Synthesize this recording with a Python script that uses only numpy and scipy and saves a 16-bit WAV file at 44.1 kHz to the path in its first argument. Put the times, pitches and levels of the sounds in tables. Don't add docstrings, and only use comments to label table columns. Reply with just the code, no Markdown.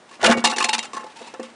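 import sys
import numpy as np
from scipy import signal
from scipy.fft import rfft, irfft
from scipy.io import wavfile
from scipy.ndimage import uniform_filter1d

SR = 44100
rng = np.random.default_rng(int(sys.argv[2]) if len(sys.argv) > 2 else 0)


def pcm_store(signal):
    levels = np.round(np.clip(np.atleast_2d(signal), -1, 1) * 32767)
    wavfile.write(sys.argv[1], SR, levels.astype(np.int16).T)


N = 68355

# t/s, level/dB, thud/dB, clank/dB and rasp/dB against the level,
# rise/s, contact duration/s, t60/s, clank f/Hz
BLOWS = [(0.111, -32.5, -13, -10.5, -10.5, 0.0012, 0.0091, 0.058, 1110),
         (0.274, -10.5, -6, -4, -27, 0.00071, 0.0098, 0.038, 545),
         (0.292, -11.5, -12, -5, -37, 0.0024, 0.013, 0.034, 229),
         (0.373, -13.5, -8, -8.5, -22, 0.0021, 0.003, 0.028, 450),
         (0.44, -6.5, -11.5, -3, -7, 0.00061, 0.0028, 0.089, 937),
         (0.444, -14, -19, -15.5, -1, 0.0022, 0.035, 0.045, 1180),
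         (0.496, -22, -10, -5.5, -1, 0.0018, 0.019, 0.062, 840),
         (0.519, -21, -11, -0.5, -13.5, 0.0029, 0.013, 0.067, 856),
         (0.558, -18.5, -7, -3.5, -3.5, 0.01, 0.012, 0.079, 863),
         (0.582, -13.5, -17.5, -11, -3.5, .002, 0.0072, 0.083, 867),
         (0.604, -10, -12, -3.5, -12.5, 0.00074, 0.0048, 0.058, 1096),
         (0.625, -21.5, -5, -1, 5.5, 0.001, 0.0037, 0.018, 1040),
         (0.639, -5, -19.5, -12.5, -6.5, 0.0075, 0.015, 0.015, 840),
         (0.683, -9.5, -19, -9, -4.5, 0.0051, 0.013, 0.01, 900),
         (0.7299, -9.5, -21.5, -9.5, -4, 0.00067, 0.011, 0.044, 950),
         (0.743, -10, -25.5, -19.5, -8, 0.0034, 0.01, 0.014, 837),
         (0.781, -12.5, -21, -13, -5.5, 0.0036, 0.012, 0.012, 912),
         (0.826, -27, -14, -13.5, -3.5, 0.0023, 0.016, 0.067, 1355),
         (0.843, -24, -33, -12, -10.5, 0.0051, 0.013, 0.023, 827),
         (0.9328, -17.5, -16.5, -11, -14.5, 0.0014, 0.0086, 0.12, 1095),
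         (0.9604, -24.5, -14, -1.5, -8.5, 0.0082, 0.0058, 0.12, 1096),
         (0.997, -34.5, -7.5, -6.5, -14.5, 0.0028, 0.016, 0.093, 1060),
         (1.031, -29.5, -7, -12, -16, 0.0053, 0.013, 0.099, 860),
         (1.064, -34.5, -18, -4.5, -11, 0.0013, 0.0044, 0.043, 884),
         (1.206, -31.5, -6.5, -13, -14.5, 0.0011, 0.017, 0.023, 483),
         (1.245, -42, -19, -7, -31, .002, 0.0045, 0.078, 326),
         (1.3384, -25.5, -6.5, -7.5, -12.5, 0.0012, 0.0043, 0.058, 855),
         (1.3941, -21, -1.5, -9, -17.5, 0.005, 0.0039, 0.044, 469),
         (1.4296, -31, -14, -7, -6, 0.00023, 0.0044, 0.064, 1040)]
# f/Hz, level/dB, t60/s
STEEL_MODES = [(233.5, -7.5, 0.36), (292, -15, 0.3), (523, -6, 0.21), (723, -1.5, 0.1), (860.5, -2, 0.23),
               (1054, -7, 0.27), (1133.6, -3, 0.35), (1322, -2.5, 0.23), (1749, 0, 0.04), (1945, -7, 0.33),
               (2155, -2.5, 0.3), (2474, -8.5, 0.25), (2636, 6.5, 0.13), (2802, 6.5, 0.098),
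               (3142, -6.5, 0.42), (3610, -9.5, 0.1), (3809, 1, 0.18), (4238, 1.5, 0.075),
               (4520, -2, 0.018), (5260, -3.5, 0.0088), (5904, -4, 0.024), (7210, -3.5, 0.018)]
# f/Hz, level/dB
BLOW_SPECTRUM = [(100, -51.5), (170, -41), (284, 6), (654, 3), (859, 3.5), (1430, 3), (2690, -7),
                 (10000, -18), (13000, -112.5)]
BLOW_EDGES = [170, 700, 2000, 10400]
# t/s, bass level/dB, middle level against bass/dB, treble level against bass/dB
DRAG_LEVELS = [(0.195, -41, -11, -21), (0.205, -52.5, 3.5, 4.5), (0.247, -17, -12, 1),
               (0.257, -18, 2.5, 5.5), (0.275, -18, -18, -7), (0.323, -27.5, 9.5, 4),
               (0.357, -40.5, -13, -21), (0.377, -28.5, -6.5, -8), (0.413, -43, -16, -1.5),
               (0.432, -43.5, 10.5, -52)]
# f/Hz, level/dB, t60/s
COVER_MODES = [(230, -13, 0.11), (269.3, -4.5, 0.068), (398, -9, 0.021), (531, 0, 0.038), (701, 2, 0.12),
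               (1123, 4, 0.02), (1464, 8.5, 0.02), (1637, -1.5, 0.021), (1860, -0.5, 0.027),
               (2247, -2, 0.43), (2820, 2.5, 0.034)]
# f/Hz, level/dB
DRAG_SPECTRUM = [(35, -71), (60, -5), (221, -24), (362, -8), (533, -16.5), (632, -6), (703, -34.5),
                 (800, -5), (10000, -32.5), (13000, -84)]
DRAG_EDGES = [70, 800, 2500, 10300]
# t/s, level/dB, treble level against it/dB
RUB_STROKES = [
    [(0.09, -43.5, -2), (0.124, -65, 8), (0.14, -45, 8), (0.2, -65, -3)],
    [(1.07, -46.5, 3), (1.14, -53, 2.5), (1.165, -37.5, -0.5), (1.21, -38, -1), (1.28, -36.5, -3.5),
     (1.335, -56, 1)],
    [(1.44, -42, 2), (1.475, -53, 8), (1.55, -62, 4)],
]
# f/Hz, level/dB
RUB_SPECTRUM = [(100, -47), (278, -2.5), (514, -23), (917, 10.5), (1250, -8), (2650, -10.5), (10000, -25),
                (13000, -89)]
# f/Hz, level/dB
AIR_SPECTRUM = [(18, -54), (30, -15.5), (404, -6.5), (1180, -8), (3110, -17.5), (9070, -26), (10000, -31),
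                (13000, -62)]

DULL_HZ = 890
STEEL_RING_DB, CLANK_Q, CLANK_DB = -13.5, 12.8, 3
KNOCK_DB, SNAP_DB, STRIKE_DB, SNAP_S = 2.5, -2.5, 19, 0.0017
DRAG_RING_DB = -10.5
AIR_DB = -46.5
CABIN_T60_S, CABIN_DB = 0.075, -10
TOP_HZ = 10300


def blows():
    force, radiated = np.zeros(N), np.zeros(N)
    contact = grit(spread_db=1.5)
    coloured = colour(contact, BLOW_SPECTRUM)
    edges = list(zip(BLOW_EDGES, BLOW_EDGES[1:]))
    rough = [flutter(per_s=270, depth_db=5.5) for _ in edges]
    push = [r * unit(band(contact, *e)) for r, e in zip(rough, edges)]
    grind = [r * unit(band(coloured, *e)) for r, e in zip(rough, edges)]

    for s, db, thud_db, clank_db, rasp_db, rise, lasts, t60, hz in BLOWS:
        start = int(s * SR)
        at = slice(start, min(start + SR // 4, N))
        u = np.arange(at.stop - start) / SR
        t60 = max(t60, 0.005)
        swell = np.minimum(u / max(rise, 0.0002), 1)
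        shape = undb(db) * swell * 1000.0 ** (-np.maximum(u - lasts, 0) / t60)
        shape = shape + undb(db + SNAP_DB) * np.exp(-(u + rise) / SNAP_S)

        clank = unit(signal.lfilter(*signal.iirpeak(hz, CLANK_Q, SR), contact[at]))
        bright = min(hz / DULL_HZ, 1) ** 2
        knock = np.sin(2 * np.pi * hz * u) * 1000.0 ** (-u / (t60 + 5.6 * lasts))
        radiated[at] += undb(db + clank_db + KNOCK_DB) * swell * knock
        force[start] += undb(db + rasp_db + STRIKE_DB) * np.exp(-rise / SNAP_S)

        gains = undb([thud_db, clank_db, rasp_db])
        driving = (push[0][at], undb(-4.5) * clank + bright * push[1][at], push[2][at])
        heard = (grind[0][at], undb(CLANK_DB) * clank + bright * grind[1][at], grind[2][at])
        for gain, push_part, heard_part in zip(gains, driving, heard):
            force[at] += gain * even(push_part, shape)
            radiated[at] += gain * even(heard_part, shape)
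    return undb(-3.0) * radiated + undb(STEEL_RING_DB) * ring(force, STEEL_MODES)


def drag():
    out = 0
    for b in range(3):
        gain = flutter(per_s=240, depth_db=6.0) * curve(DRAG_LEVELS, 1)
        if b > 0:
            gain = gain * curve(DRAG_LEVELS, 1 + b)
        lo, hi = DRAG_EDGES[b], DRAG_EDGES[b + 1]
        rasp = gain * unit(band(colour(grit(spread_db=6.5), DRAG_SPECTRUM), lo, hi))
        force = gain * unit(band(grit(spread_db=2.0), lo, hi))
        out = out + undb(0.5) * rasp + undb(DRAG_RING_DB) * ring(force, COVER_MODES)
    return out


def rub():
    out = 0
    hiss = colour(grit(spread_db=4.0), RUB_SPECTRUM)
    for stroke in RUB_STROKES:
        gain = curve(stroke, 1) * flutter(per_s=120, depth_db=3.5)
        body = unit(band(hiss, 180, 1500))
        treble = curve(stroke, 2) * unit(band(hiss, 1290, 11000))
        out = out + undb(-2.0) * gain * (body + treble)
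        out = out + undb(-18) * ring(gain * grit(spread_db=7.0), STEEL_MODES)
    return out


def cabin(near):
    u = np.arange(SR // 4) / SR
    response = rng.standard_normal(len(u)) * 1000.0 ** (-u / CABIN_T60_S) * (u > 0.003)
    response = response / np.sqrt(np.sum(response ** 2))
    return undb(CABIN_DB) * signal.fftconvolve(near, response)[:N]


def air():
    return undb(AIR_DB) * unit(colour(rng.standard_normal(N), AIR_SPECTRUM)) * flutter(per_s=5, depth_db=1.5)


def ring(x, modes):
    out, power = 0, 0
    for hz, db, t60 in modes:
        r = np.exp(-np.log(1000) / (max(t60, 0.005) * SR))
        g = undb(db) * np.sqrt(1 - r * r)
        poles = [1, -2 * r * np.cos(2 * np.pi * hz / SR), r * r]
        mode = g * signal.lfilter([1, 0, -1], poles, x)
        out = out + mode * flutter(per_s=97, depth_db=5.0)
        power += undb(db) ** 2
    return out / np.sqrt(power)


def grit(spread_db):
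    size_db = spread_db * np.minimum(rng.exponential(size=N), 4)
    return unit(rng.standard_normal(N) * undb(size_db))


def flutter(per_s, depth_db):
    k = int(SR / per_s)
    steps = np.repeat(rng.uniform(-1.7, 1.7, N // k + 1), k)
    return undb(depth_db * uniform_filter1d(steps, k)[:N])


def curve(table, col):
    table = np.array(table)
    return undb(np.interp(np.arange(N) / SR, table[:, 0], table[:, col], left=-120, right=-120))


def even(x, shape):
    return shape * x * np.sqrt(np.sum(shape ** 2) / np.sum((shape * x) ** 2))


def colour(x, table):
    hz, db = np.array(table).T
    f = np.maximum(np.arange(N // 2 + 1) * SR / N, 1)
    return irfft(rfft(x) * undb(np.interp(np.log(f), np.log(hz), db)), N)


def band(x, lo_hz, hi_hz):
    return signal.sosfilt(signal.butter(2, [lo_hz, hi_hz], "bandpass", fs=SR, output="sos"), x)


def unit(x):
    return x / np.sqrt(np.mean(x ** 2))


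def undb(db):
    return 10 ** (np.asarray(db) / 20)


def scene():
    near = blows() + drag() + rub()
    return (near + cabin(near) + air())[None]


def record(dry):
    loud = 0.7 * np.tanh(dry / 0.7)
    highpass = signal.butter(3, 190, "highpass", fs=SR, output="sos")
    thin = signal.sosfilt(highpass, loud) - undb(-15) * loud
    return signal.sosfilt(signal.ellip(10, 0.2, 75, TOP_HZ, fs=SR, output="sos"), thin)


dry = scene()
out = record(dry)
pcm_store(out)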